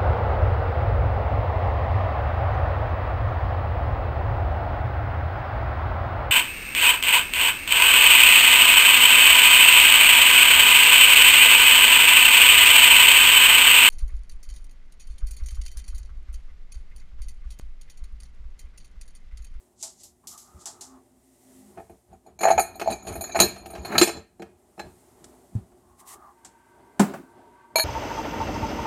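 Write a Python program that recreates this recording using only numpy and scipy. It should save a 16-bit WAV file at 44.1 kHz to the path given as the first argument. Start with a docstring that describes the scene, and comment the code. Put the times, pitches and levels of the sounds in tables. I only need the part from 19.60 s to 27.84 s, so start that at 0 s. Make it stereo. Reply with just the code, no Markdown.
"""A humming kitchen, heard close to the dish rack on a hand-held phone with two microphone ports.
A china bowl is worked out of the wire rack: it knocks, chatters and scrapes on the tines, setting
basket, wires and china ringing, drags free, and is set on a plate that rings on.
Before that come short bright swishes; around it are dull thuds, rustling cloth, a slide on a towel
and the rumble of the hand that holds the microphone."""
import sys
import numpy as np
from scipy import signal
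from scipy.fft import rfft, irfft, next_fast_len
from scipy.io import wavfile
from scipy.ndimage import map_coordinates

SR = 44100
rng = np.random.default_rng(int(sys.argv[2]) if len(sys.argv) > 2 else 0)


def unload_wav(signal):
    """Save mono or channel-first audio to the path in sys.argv[1] as 16-bit WAV at rate SR, clipped to [-1, 1]."""
    wavfile.write(
        sys.argv[1],
        SR,
        np.round(np.clip(np.atleast_2d(signal).T, -1, 1) * 32767).astype(np.int16),
    )


N = 363384


def amp(db):
    return 10 ** (np.asarray(db) / 20)


def unit(x):
    return x / np.sqrt(np.mean(x ** 2) + 1e-20)


def sides(pan_db):
    """Left and right gains, pan_db apart."""
    return amp([[pan_db / 2], [-pan_db / 2]])


def add(out, s, x):
    """Mixes x into out from second s on."""
    part = out[..., round(s * SR):][..., :x.shape[-1]]
    part += x[..., :part.shape[-1]]


def along(points, hz):
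    """Reads (frequency [Hz], value) points on a log axis."""
    f, values = np.transpose(points)
    return np.interp(np.log(hz + 1), np.log(f + 1), values)


def curves(rows):
    """One level per sample for each column after the time; silent outside the rows."""
    s, *columns = np.transpose(rows)
    return [np.interp(np.arange(N) / SR, s, db, -120, -120) for db in columns]


def wobble(rate):
    """A smooth random curve, rate knots a second."""
    return map_coordinates(rng.standard_normal(int(N * rate / SR) + 4), [np.arange(N) * rate / SR])


def swells(events):
    """Envelope of (time [s], level [dB], rise [s], hold [s], fall [s]); rise and fall span 30 dB."""
    t, shapes = np.arange(N) / SR, []
    for s, db, rise, held, fall in events:
        corners = np.cumsum([s - rise, rise, held, fall])
        shapes.append(np.interp(t, corners, [db - 30, db, db, db - 30], -120, -120))
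    return amp(np.max(shapes, 0))


def bursts(times, db, t60, rise, pan_db):
    """Stereo envelope of dying bursts; each setting is one value for all or one per burst."""
    out, t = np.zeros((2, N)), np.arange(SR // 2) / SR
    for s, level, decay, attack, pan in np.broadcast(times, db, t60, rise, pan_db):
        add(out, s, sides(pan) * amp(level - 60 * t / decay) * (1 - np.exp(-t / attack)))
    return out


def filtered(x, response):
    """x times a complex response of frequency."""
    size = next_fast_len(N + SR // 2)
    return irfft(rfft(x, size) * response(np.fft.rfftfreq(size, 1 / SR)), size)[..., :N]


def resonances(bands, f):
    """Response at f of (centre [Hz], width [Hz], level [dB]) resonances of alternating sign."""
    return sum((-1) ** k * amp(db) * 1j * f * width / (hz * hz - f * f + 1j * f * width)
               for k, (hz, width, db) in enumerate(bands))


# How alike noise is at the two microphone ports: (frequency [Hz], correlation [0-1])
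PORT_LIKENESS = [(60, 0.8), (300, .92), (640, 0.061), (15000, 0.14)]
def rush(spectrum):
    """Stereo noise of rms 1, alike at both ports in the bass only."""
    def response(hz):
        spread = np.arccos(np.clip(along(PORT_LIKENESS, hz), -1, 1)) / 2
        return amp(along(spectrum, hz)) * [np.cos(spread), np.sin(spread)]
    mid, side = filtered(rng.standard_normal((2, N)), response)
    return unit(np.array([mid + side, mid - side]))


LEAD_S = 0.0003065  # the left port hears the dishes first
def ring(modes, scatter_db, rise_s, length=SR // 3, detune=.003):
    """One blow: each mode at a new strength, slightly detuned; treble reaches the ports out of step."""
    hz, db, t60 = np.transpose(modes)[:, :, None]
    t = np.arange(length) / SR
    skew, strength, mistune = rng.standard_normal((len(modes), 3)).T[:, :, None]
    port_phase = np.pi * hz * LEAD_S + np.clip(hz / 3000, 0, 1) * skew
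    decay = amp(db + scatter_db * strength - 60 * t / t60)
    swing = decay * np.exp(2j * np.pi * hz * (1 + detune * mistune) * t)
    pair = [np.imag(np.exp(1j * side * port_phase[:, 0]) @ swing) for side in (1, -1)]
    return np.array(pair) * (1 - np.exp(-t / rise_s)) / np.linalg.norm(amp(db))


def rubbed(modes, drive):
    """Uneven stick and slip drives the modes; a soft contact feeds little above the top one."""
    grit = amp(7.5 * wobble(150)) * (rng.standard_normal(N) + 0.92 * rng.standard_normal((2, N)))
    top_hz = 1.2 * max(modes)[0]
    bands = [(hz, np.log(1000) / np.pi / t60, db + 10 * np.log10(t60)) for hz, db, t60 in modes]
    def response(f):
        port_delay = np.exp(1j * np.pi * LEAD_S * np.outer([1, -1], f))
        return resonances(bands, f) / (1 + 1j * f / top_hz) ** 2 * port_delay
    steady, driven = filtered(np.array([grit, grit * drive]), response)
    return driven / steady.std()


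# Mains hum in the room: (frequency [Hz], relative level [dB])
HUM = [(60, -68), (120, -72), (240, -68.5), (360, -68), (720, -76.5)]
# Swells of a faint low tone: (time [s], relative level [dB], pitch [Hz])
LOW_TONE = [(1.346, -51, 260.5), (1.554, -62.5, 256.4), (1.7, -63, 263), (1.88, -57, 258.2),
            (2.0, -52.5, 260.7), (2.07, -54, 207)]
# Course of a late drone: (time [s], level [dB])
DRONE = [(6.65, -73.5), (6.8, -63.5), (7.05, -61), (7.25, -61), (7.7, -61), (7.9, -60.5), (8.03, -54),
         (8.1, -61.5), (8.24, -48.5)]
# Its bands: (centre [Hz], width of each of two filter passes [Hz], relative level [dB])
DRONE_BANDS = [(917, 35, 0), (958, 35, -2), (1140, 40, -7), (1550, 80, -6), (2050, 70, -15),
               (1400, 1500, -8)]
def kitchen_tones():
    """Mains hum, a faint low tone, and a drone of fuzzy bands that flicker one by one."""
    def band(hz, width):
        noise = rng.standard_normal((2, N))
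        return unit(filtered(noise, lambda f: resonances([(hz, width, 0)], f) ** 2))
    t = np.arange(N) / SR
    hum = sum(amp(db - 4 + 2.5 * wobble(7.1)) * np.sin(2 * np.pi * hz * t + 0.48 * wobble(2.4))
              for hz, db in HUM)
    tone = sum(swells([(s, db + 3, .27, .02, .11)]) * np.sin(2 * np.pi * hz * t)
               for s, db, hz in LOW_TONE)
    drone = sum(amp(db + 1.3 * wobble(3)) * band(hz, width) for hz, width, db in DRONE_BANDS)
    return hum + tone + amp(curves(DRONE)[0]) * drone


# Steady noise at the microphone: (time [s], rumble level [dB], room level [dB])
HANDLING = [(0.0, -74, -64.5), (0.53, -72.5, -68), (1.17, -67.5, -58), (1.67, -76.5, -65), (2.09, -62, -57),
            (2.5, -79, -70), (2.78, -62, -68), (2.98, -54, -55.5), (3.79, -50, -46.5), (4.11, -45, -52),
            (4.41, -59, -36.5), (4.63, -64.5, -65.5), (5.69, -66.5, -56), (6.03, -66, -59.5),
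            (7.02, -73.5, -64), (7.57, -68.5, -53.5), (7.8, -79, -59), (8.24, -72, -60)]
# Lurches of rack and hand: (time [s], rumble level [dB], room level [dB])
LURCHES = [(.23, -76, -68), (.44, -72, -68), (.69, -73, -67), (.97, -58, -73), (1.35, -73, -63.5),
           (1.9, -73, -64), (2.182, -51, -50.5), (2.32, -56, -59), (2.52, -49.5, -57), (2.68, -64, -55.5),
           (2.96, -36.5, -38), (3.08, -66, -55), (3.3, -43, -31.5), (3.492, -40.5, -36.5), (3.58, -42, -49),
           (3.818, -33, -24.5), (4.01, -63, -82), (4.2, -41, -70), (4.379, -36.5, -35),
           (4.559, -42.5, -40.5), (4.859, -56.5, -57), (5.249, -45.5, -47.5), (5.62, -69, -71),
           (5.97, -39.5, -53), (6.56, -67, -62), (7.2, -71, -64), (7.41, -62, -55), (7.499, -64, -38),
           (7.78, -75, -58.5), (8.17, -53, -51)]
# Rumble of the hand on the phone: (frequency [Hz], relative density [dB])
RUMBLE = [(12, -48.5), (20, -16), (65, 4), (86, 5), (130, -11), (200, 2), (260, -17.5), (440, -120)]
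# Room noise around it: (frequency [Hz], relative density [dB])
ROOM = [(59, -27), (100, -7), (199, -13.5), (263, 0.5), (304, -10), (353, 3), (409, -2.5), (481, -9.5),
        (549, -19), (576, -2), (668, -5.5), (786, -5.5), (911, -10.5), (2070, -27), (5000, -33),
        (6500, -53.5), (11000, -120)]
def handling_and_room():
    """Lumpy handling rumble and room noise; every lurch lifts both."""
    rumble_db, room_db = curves(HANDLING)
    lurch_s = (.066, .015, .096)  # rise, hold, fall
    rumble_lift = swells([(s, db, *lurch_s) for s, db, _ in LURCHES])
    room_lift = swells([(s, db, *lurch_s) for s, _, db in LURCHES])
    rumble_level = amp(rumble_db + 2.5 * wobble(12)) + rumble_lift
    rumble = rumble_level * unit(amp(1.3 * wobble(13)) * rush(RUMBLE))
    return rumble + (amp(room_db) + room_lift) * amp(1.6 * wobble(6)) * rush(ROOM)


# Two stretches of rustling, each a list of (time [s], level [dB])
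RUSTLES = [
    [(0.0, -64), (0.23, -78), (0.34, -66), (0.54, -71), (0.98, -64.5), (1.55, -69), (1.97, -57.5),
     (2.54, -71.5), (2.78, -74)],
    [(4.56, -69.5), (4.62, -74), (4.89, -71.5), (5.33, -62.5), (5.87, -63.5), (6.07, -68), (7.23, -70),
     (7.44, -68), (8.15, -72.5)],
]
# Single strokes of cloth: (time [s], level [dB], hold [s])
STROKES = [(6.4, -50, 0.0045), (6.478, -45, 0.064)]
# Cloth friction: (frequency [Hz], relative density [dB])
CLOTH = [(880, -44), (1500, -19), (1980, -6.5), (2350, -15), (2540, -14), (4620, -13.5), (8480, -4),
         (12100, -11), (14800, -14.5), (16200, -26.5)]
def cloth():
    """Cloth rubs with a soft, fluttering hiss and two brief strokes."""
    strokes = swells([(s, db, .0296, held, .037) for s, db, held in STROKES])
    level = sum(amp(curves(rows)[0]) for rows in RUSTLES) + strokes
    return level * amp(0.62 * wobble(28)) * rush(CLOTH)


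# Drags on the towel: (time [s], level [dB], hold [s], rise [s], fall [s], highest resonance [Hz])
SLIDES = [(.64, -60.5, .74, 0.017, .08, 1246), (6.5, -51.5, .2, 0.4, 0.132, 1190)]
# Hollow noise, also under swishes and thuds: (frequency [Hz], relative density [dB])
HOLLOW = [(500, -41), (650, -5), (850, 0.5), (1000, -8), (1800, -17.5), (2500, -34.5)]
def towel_slide():
    """Something drags over cloth: noise through a resonance that arches up and down."""
    out, t = np.zeros((2, N)), np.arange(N) / SR
    arch_hz, half_width_hz = 110, 90
    for s, db, held, rise, fall, top_hz in SLIDES:
        hz = top_hz - arch_hz * np.clip(2 * (t - s) / held - 1, -1, 1) ** 2
        flutter = filtered(rng.standard_normal((2, 2, N)), lambda f: 1 / (1 + (f / half_width_hz) ** 2))
        phase = 2 * np.pi * np.cumsum(hz) / SR
        resonance = unit(flutter[0] * np.cos(phase) + flutter[1] * np.sin(phase))
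        level = swells([(s, db, rise, held, fall)]) * amp(2.5 * wobble(19))
        out += level * (resonance + 0.7 * rush(HOLLOW))
    return out


# Bright swishes, levels relative: (time [s], level [dB], t60 [s], hollow level [dB],
# left-right [dB], hollow pitch [Hz], hiss level [dB])
SWISHES = [(0.2262, -22, 0.25, -42, -1.5, 650, -42), (0.4332, -36.5, 0.21, -61, -2, 800, -42),
           (0.6707, -29.5, 0.31, -60, -1.5, 800, -36.5), (0.7114, -43, 0.12, -73, -4, 800, -46),
           (0.7254, -47, 0.088, -71, -1.5, 800, -50), (0.7766, -37.5, 0.4, -74, -2, 800, -45.5),
           (1.056, -23, 0.23, -36, -1.5, 853, -47.5), (1.2087, -29, 0.26, -46, 1, 840, -47)]
# Soft lead-ins to three of them: (time [s], level [dB])
LEAD_INS = [(.215, -44), (.41, -49), (1.015, -48.5)]
# Body of a swish: (frequency [Hz], relative density [dB])
SWISH = [(880, -56), (1500, -38.5), (2080, -15), (2300, -18), (4240, -4.5), (7390, 5), (12000, -14.5),
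         (13400, -22), (16000, -62)]
# Hiss on top of it: (frequency [Hz], relative density [dB])
TOP_HISS = [(7000, -40), (10000, 2), (12500, 0), (14500, -13), (16200, -29.5)]
def swishes():
    """Grainy bright bursts with a sharp front edge and a weak hollow note under them."""
    times, db, t60, hollow_db, pan, hollow_hz, hiss_db = np.transpose(SWISHES)
    rise_s = .0014
    grain = amp(0.59 * wobble(300))
    tails = bursts(times, db - 8, t60, rise_s, pan)
    edges = bursts(times + .001, db - 7, .012, .0002, pan)
    lead_ins = swells([(s, level, .057, 0, .12) for s, level in LEAD_INS])
    out = (tails + edges + lead_ins) * unit(grain * rush(SWISH))
    out += bursts(times, hiss_db - 8, t60, rise_s, pan) * rush(TOP_HISS)
    for s, level, hz in zip(times, hollow_db, hollow_hz):
        add(out, s, amp(level + 1.5) * ring([(hz, 0, .2)], scatter_db=.9, rise_s=.012))
    return out + bursts(times, hollow_db - 3, t60, .008, pan) * rush(HOLLOW)


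# Dull knocks around the rack, levels relative: (time [s], level [dB], pitch [Hz], ring t60 [s],
# wood level [dB], snap level [dB], puff t60 [s], left-right of the noise [dB])
THUDS = [(0.64, -56, 640, .04, -59, -70, .04, -2), (0.946, -35.5, 71.5, 0.13, -62, -67, 0.091, -1),
         (5.642, -56, 253, 0.1, -64, -41.5, 0.073, -4), (5.952, -11, 108.9, 0.096, -55, -61, 0.16, -4),
         (6.117, -53, 49, 0.11, -63, -73, 0.11, -3), (6.848, -47, 756, 0.1, -54, -43.5, 0.18, -0.5),
         (7.395, -6.5, 201, 0.18, -16.5, -23.5, 0.17, 0.5), (7.536, -30, 573, 0.092, -34, -49.5, 0.18, -1)]
# Hollow cabinet under a knock: (frequency [Hz], relative density [dB])
CABINET = [(90, -40.5), (150, -3.5), (200, 1), (280, -2), (400, -3), (600, -36)]
# Wooden puff, also under plate and rack: (frequency [Hz], relative density [dB])
WOOD = [(180, -37), (300, -21), (424, -6), (490, -16.5), (572, -6.5), (841, -3.5), (981, -10), (1560, -13),
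        (3000, -26), (3900, -61.5), (6600, -120)]
# Thin snap of a knock: (frequency [Hz], relative density [dB])
SNAP = [(1470, -15), (2500, -16.5), (6600, -8.5), (7590, -3.5), (13100, -24.5), (14500, -30), (16000, -50)]
def thuds():
    """A low push with a short ring, a lingering hollow body, a wooden puff and a thin snap."""
    out = np.zeros((2, N))
    for s, db, hz, t60, *_, pan in THUDS:
        modes = [(hz, 0, t60), (1.75 * hz, -7, 0.6 * t60)]
        add(out, s, amp(db) * ring(modes, scatter_db=.69, rise_s=.0036) * sides(pan / 2))
    times, *_, wood_db, snap_db, puff_t60, pan = np.transpose(THUDS)
    out += bursts(times, wood_db - 1.5, .3, .004, 0) * rush(CABINET)
    out += bursts(times, wood_db - 3, .09, .003, pan) * rush(HOLLOW)
    out += bursts(times, wood_db + 1.6, puff_t60, .0012, pan) * rush(WOOD)
    return out + bursts(times, snap_db + 2.6, 0.64 * puff_t60, .0004, pan) * rush(SNAP)


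# Bowl on plate, levels relative: (time [s], ring level [dB], crack level [dB], left-right [dB])
LANDING = [(8.157, -2.5, -21, -4), (8.183, -13.5, -20, -5), (8.196, -5.5, -33, 3), (8.204, -16, -48, -12)]
# Modes of the plate: (frequency [Hz], relative level [dB], t60 [s])
PLATE = [(652, -1, 0.072), (940, -4.5, 0.25), (1700, 3, 0.021), (3135, -12.5, 0.021), (2330, 0, 0.11),
         (3920, -13.5, 0.31), (4053, -14.5, 0.24), (4180, -2, 0.16), (4376, -5, .08), (4508, -10, .08),
         (4288, -0.5, 0.18), (6568, -10, 0.69), (7020, -14, .3), (9400, -11.5, .5), (10200, -11.5, 0.17),
         (9900, -28.5, .3), (11610, -15, 0.148), (11810, -13, 0.14), (12340, -40, .3), (12770, -20, 0.288),
         (13200, -14, .24), (14050, -15.5, .12)]
# Crack of struck china, also in the rack: (frequency [Hz], relative density [dB])
CRACK = [(1500, -28), (2500, 6), (3500, -1.5), (6000, -3.5), (9000, -9), (13500, -16), (14500, -22),
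         (16300, -39.5)]
def plate():
    """The bowl touches down and rocks; the plate rings on."""
    out = np.zeros((2, N))
    for s, db, _, pan in LANDING:
        blow = ring(PLATE, scatter_db=1.56, rise_s=.00063, detune=.00048)
        add(out, s, amp(db - 4) * blow * sides(pan))
    times, _, crack_db, pan = np.transpose(LANDING)
    return out + bursts(times, crack_db + 2, .04, .0008, pan) * (rush(WOOD) + 0.58 * rush(CRACK))


# How the dish rings as the contact point moves:
# (time [s], clink over chime [dB], treble over china [dB])
DISH_COLOUR = [(2.5, -3, 10.5), (2.8, -8.5, -9), (2.86, 0, -4), (2.97, -10, -10), (3.0, -4, 4),
               (3.17, -2, 9.5), (3.25, 4.5, -5), (3.34, -3.5, -8), (3.54, 1.5, 4), (3.61, -2, 11.5),
               (3.64, -5, -10), (3.8, 3.5, -8), (4.1, 2.5, 5.5), (4.2, 9, -8), (4.4, 7, -0.5),
               (4.5, 0.5, -13), (4.8, -10, -1), (5.19, 12, -16)]
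FREE_S = 4.4  # the bowl rings out once clear of the tines
def china_levels(times, china_db):
    """Levels of the dish's clink, chime and treble modes and of the bowl at each contact."""
    at, *colour = np.transpose(DISH_COLOUR)
    tilt_db, bright_db = (np.interp(times, at, db) for db in colour)
    bowl_db = china_db + np.where(times > FREE_S, 6, -10.5)
    return china_db + tilt_db / 2, china_db - tilt_db / 2, china_db + bright_db, bowl_db


# China against rack, close to the microphone, levels relative: (time [s], tine [dB], basket [dB],
# wire [dB], china [dB], crack [dB], chatter t60 [s], left-right [dB])
CONTACTS = [(2.174, -30, -30.5, -41, -68, -72, .057, 0), (2.195, -34.5, -35, -65, -76, -77, .058, 5),
            (2.296, -41, -33.5, -52, -71, -82, .06, 1), (2.529, -39.5, -44, -62, -68, -77, .05, 2),
            (2.663, -39, -44.5, -66.5, -61.5, -83, .066, -6),
            (2.79, -34.5, -39.5, -44, -37.5, -61, .038, -1.5),
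            (2.807, -16.5, -21, -28.5, -30, -55.5, .13, -0.5),
            (2.832, -17, -21, -19.5, -25.5, -44.5, .062, 5), (2.853, -8.5, -35, -12.5, -33, -52.5, .022, 2),
            (2.871, -6, -47, -22, -40, -49, .069, -6), (2.881, -15.5, -39.5, -25, -38, -51, .11, -6.5),
            (2.903, -1.5, -19.5, -22, -29, -45.5, .08, 2.5),
            (2.978, -4, -46, -17.5, -28.5, -46.5, .057, -6),
            (2.994, -22.5, -21.5, -22.5, -21.5, -45, .046, 0), (3.155, -37, -41, -64, -52, -74, .039, 1),
            (3.196, -39, -33, -31.5, -43, -38.5, .055, 2), (3.214, -18, -23.5, -22.5, -42, -41, .048, 1.5),
            (3.243, -42, -37, -56, -48.5, -55, .046, -0.5), (3.26, -23, -49, -51, -53, -57.5, .032, 7),
            (3.275, -10, -38, -40.5, -39, -49, .028, -1.5),
            (3.301, -16, -28.5, -32.5, -34, -46.5, .088, 1.5),
            (3.319, -25, -29.5, -31.5, -33.5, -59.5, .034, -2),
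            (3.334, -26, -27.5, -45, -41.5, -59.5, .053, -9), (3.45, -37.5, -43.5, -54, -53, -68.5, .05, 0),
            (3.468, -29, -32, -38, -41.5, -47, .11, 3), (3.52, -35, -38.5, -45.5, -47, -61.5, .12, -1.5),
            (3.554, -28, -28.5, -41.5, -43, -59.5, .056, 0), (3.609, -24, -44, -40.5, -35, -54.5, .057, -1),
            (3.639, -37.5, -44.5, -35, -33.5, -53.5, .035, 1.5),
            (3.693, -40, -45, -50.5, -54.5, -66, .025, 1.5),
            (3.747, -15, -33.5, -30.5, -37.5, -54, .05, 0.5),
            (3.754, -13, -29.5, -24, -34.5, -45.5, .077, 1.5),
            (3.76, -14.5, -29.5, -18.5, -31, -42, .027, -2.5),
            (3.79, -21, -18, -17.5, -34, -25.5, .026, 0.5), (3.8, -23, -10.5, -11, -7, -16, .041, 0),
            (3.818, -20, -19.5, -21.5, -16, -29, .028, -2), (3.831, -29, -17, -24, -23, -39, .02, -.5),
            (3.959, -38, -42, -42.5, -72, -53.5, .09, -2),
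            (4.058, -35, -33.5, -39.5, -51.5, -45.5, .042, 0.5),
            (4.101, -33.5, -34, -46, -54, -60.5, .079, 0),
            (4.135, -33.5, -25.5, -46.5, -56, -64.5, .035, -3),
            (4.15, -31, -34.5, -35.5, -60, -48, .09, 1.5), (4.18, -42, -33, -44, -59, -55.5, .039, -6.5),
            (4.248, -41, -43, -34, -36.5, -47.5, .096, -0.5), (4.38, -28, -21, -15, -13.5, -16, .035, -2),
            (4.395, -42.5, -28.5, -32.5, -24.5, -32.5, .017, -2),
            (4.413, -22.5, 4, -9, -19, -19.5, .043, 2), (4.432, -31.5, -7.5, -20, -22, -23.5, .033, -6),
            (4.473, -23.5, -17, -32, -36.5, -32, .067, -2.5), (4.491, -40, -19, -25, -41, -39, .039, 0),
            (4.566, -49, -29.5, -55.5, -52.5, -57, .061, 2.5),
            (4.796, -34, -24.5, -47, -69.5, -64, .039, 2.5),
            (4.82, -37.5, -23.5, -35, -71, -46, .042, -3.5),
            (5.178, -36.5, -30.5, -46.5, -65, -66, .036, -1),
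            (5.193, -27, -30, -30.5, -48, -44.5, .062, 1.5)]
# Pressure of the rim on the tines: (time [s], level [dB])
SCRAPE = [(2.76, -69.5), (2.836, -75.5), (2.924, -56.5), (2.962, -54.5), (3.184, -61), (3.298, -53.5),
          (3.428, -56.5), (3.542, -50), (3.748, -45.5), (3.93, -56.5), (4.106, -56.5), (4.272, -55.5),
          (4.422, -48), (4.458, -52), (4.572, -72.5), (4.62, -76)]
# Modes of the rack's parts: (frequency [Hz], relative level [dB], t60 [s])
BASKET = [(347.8, 4.5, 0.11), (192.9, -2.5, 0.13), (444, -2, 0.21)]  # main mode first
TINES = [(675, -15.5, 0.14), (688.7, 2.5, 0.033), (754, -2.5, 0.061), (830, -7, 0.062)]
WIRES = [(1303, -3, 0.047), (1608, -9, 0.063), (1699, -10, 0.13), (1819, -4.5, 0.04), (2190, -4.5, 0.037),
         (2450, -3.5, 0.026), (2568, -12, 0.07)]
# Modes of a dish standing in the rack: (frequency [Hz], relative level [dB], t60 [s])
DISH_CLINK = [(3988, 0.5, 0.053), (4230, -2.5, 0.18), (4228, 3.5, 0.071), (4554, -4, .1)]  # ring near 4 kHz
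DISH_CHIME = [(2327, -8, 0.14), (2437, -5.5, 0.068), (5450, -26, .06), (6410, -1, 0.12), (6844, 3.5, 0.1),
              (6950, -4.5, 0.096)]  # ring near 2.4 and 6.5 kHz
DISH_TREBLE = [(8220, -12, 0.15), (9026, -3, 0.088), (9330, -11, .15), (9780, -9, 0.17),
               (9574, -4.5, 0.076), (10280, -8.5, .14), (11080, -7.5, .12), (10470, -13.5, .12),
               (11460, 0, 0.047), (12050, -9.5, .1), (12060, -4, 0.14), (13100, -11.5, .1),
               (13100, -12.5, .12), (13370, -12.5, .14), (13760, -14, .14), (13800, -21, .12)]
# Modes of the bowl in the hand: (frequency [Hz], relative level [dB], t60 [s])
BOWL = [(3436, -12.5, 0.13), (4100, 1, 0.14), (4630, -14, 0.083), (5320, -9.5, .14), (6330, -14, 0.14),
        (7230, 1.5, 0.081), (7800, -14, 0.17), (8880, -6, 0.16), (10700, -16.5, .07), (11500, -6, 0.099),
        (11884, -15.5, 0.11)]
def rack():
    """Each contact cracks, rings rack and china, and chatters on; between contacts the rim scrapes."""
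    out = np.zeros((2, N))
    times, tine_db, basket_db, wire_db, china_db, crack_db, t60, pan = np.transpose(CONTACTS)
    clink_db, chime_db, treble_db, bowl_db = china_levels(times, china_db)
    rise = .00082 + .015 * t60  # contacts that chatter longer also start softer
    bright_parts = [(wire_db + 1, WIRES), (clink_db, DISH_CLINK), (chime_db + 3, DISH_CHIME),
                    (treble_db - 1.5, DISH_TREBLE), (bowl_db + 2.5, BOWL)]
    for k, s in enumerate(times):
        # relieved of the bowl, the basket swings a while mostly in its main mode
        duck_db = -12.5 if FREE_S < s < FREE_S + .13 else 0
        basket = BASKET[:1] + [(hz, db + duck_db, ring_s) for hz, db, ring_s in BASKET[1:]]
        add(out, s, amp(basket_db[k] - 4) * ring(basket, 1.5, 2.5 * rise[k], SR // 6))
        add(out, s, amp(tine_db[k] + 8.5) * ring(TINES, 2.6, 2.8 * rise[k], SR // 6) * sides(pan[k]))
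        for db, modes in bright_parts:
            add(out, s, amp(db[k]) * ring(modes, 3, rise[k], SR // 5) * sides(pan[k]))

    def chatter(db):
        return bursts(times, db, t60, rise / 0.76, pan)
    press = amp(curves(SCRAPE)[0] + 3.2 * wobble(22))
    rattle = chatter(wire_db)
    out += 1.4 * rattle * rush(WOOD) + chatter(crack_db + 7.5) * rush(CRACK)
    out += rubbed(TINES + WIRES, press + .95 * rattle)
    out += rubbed(DISH_CLINK, 0.46 * press + chatter(clink_db))
    out += rubbed(DISH_CHIME, 0.97 * press + chatter(chime_db - 1))
    out += rubbed(DISH_TREBLE, 0.4 * press + chatter(treble_db + 4.5))
    return out + rubbed(BOWL, chatter(bowl_db + 1.5))


# Force of the bowl dragging free: (time [s], level [dB])
PULL = [(4.25, -59), (4.3, -40), (4.325, -32), (4.345, -32), (4.358, -24.5), (4.372, -40), (4.382, -59)]
def pull():
    """A rising scrape through tines, wires and the dish as the bowl comes loose."""
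    force = amp(curves(PULL)[0])
    out = rubbed(WIRES, force) + .7 * rubbed(TINES, force) + 0.42 * rubbed(DISH_CLINK, force)
    out += force * (1.3 * rush(WOOD) + 0.82 * rush(CABINET))
    return out + 0.31 * rubbed(DISH_CHIME + DISH_TREBLE, force)


# Reverberation of the kitchen: (frequency [Hz], t60 [s])
KITCHEN_DECAY = [(200, 0.27), (2000, 0.38), (10000, 0.25)]
def walls(x):
    """The walls answer a moment later, thin in the bass; each frequency dies at its own speed."""
    hz, t, noise = signal.stft(rng.standard_normal((2, SR // 2)), SR, nperseg=256)
    decay = amp(-60 * t / along(KITCHEN_DECAY, hz)[:, None])
    tail = signal.istft(noise * decay, SR, nperseg=256)[1]
    delayed = np.pad(x, ((0, 0), (300, 0)))
    echo = signal.fftconvolve(delayed, tail / np.linalg.norm(tail[0]), axes=1)[:, :N]
    return filtered(echo, lambda f: f / (f + 400))


# Balance of the dishes and thuds between the microphone ports: (frequency [Hz], left-right [dB])
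PORT_BALANCE = [(60, 4.5), (110, 2.5), (200, 0), (380, -4), (700, 1), (1290, 2), (2380, 3.5), (4400, 5),
                (8120, -2), (15000, -3)]
def scene():
    """The close dishes and thuds with their echo, among the softer sounds of the kitchen."""
    near = rack() + pull() + plate() + thuds()
    in_room = near + amp(-11.5) * walls(near)
    at_ports = filtered(in_room, lambda hz: amp(along(PORT_BALANCE, hz) / [[2], [-2]]))
    return at_ports + swishes() + towel_slide() + kitchen_tones() + cloth() + handling_and_room()


def record(dry):
    """The phone loses the deepest bass, rounds off the loudest blows and cuts the highest treble."""
    low_cut_hz, top_hz = 25, 16350
    thin = filtered(dry, lambda hz: (1j * hz / (1j * hz + low_cut_hz)) ** 2)
    limited = thin / (1 + np.abs(thin) ** 6) ** (1 / 6)
    return filtered(limited, lambda hz: hz < top_hz)


dry = scene()
out = record(dry)
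unload_wav(out)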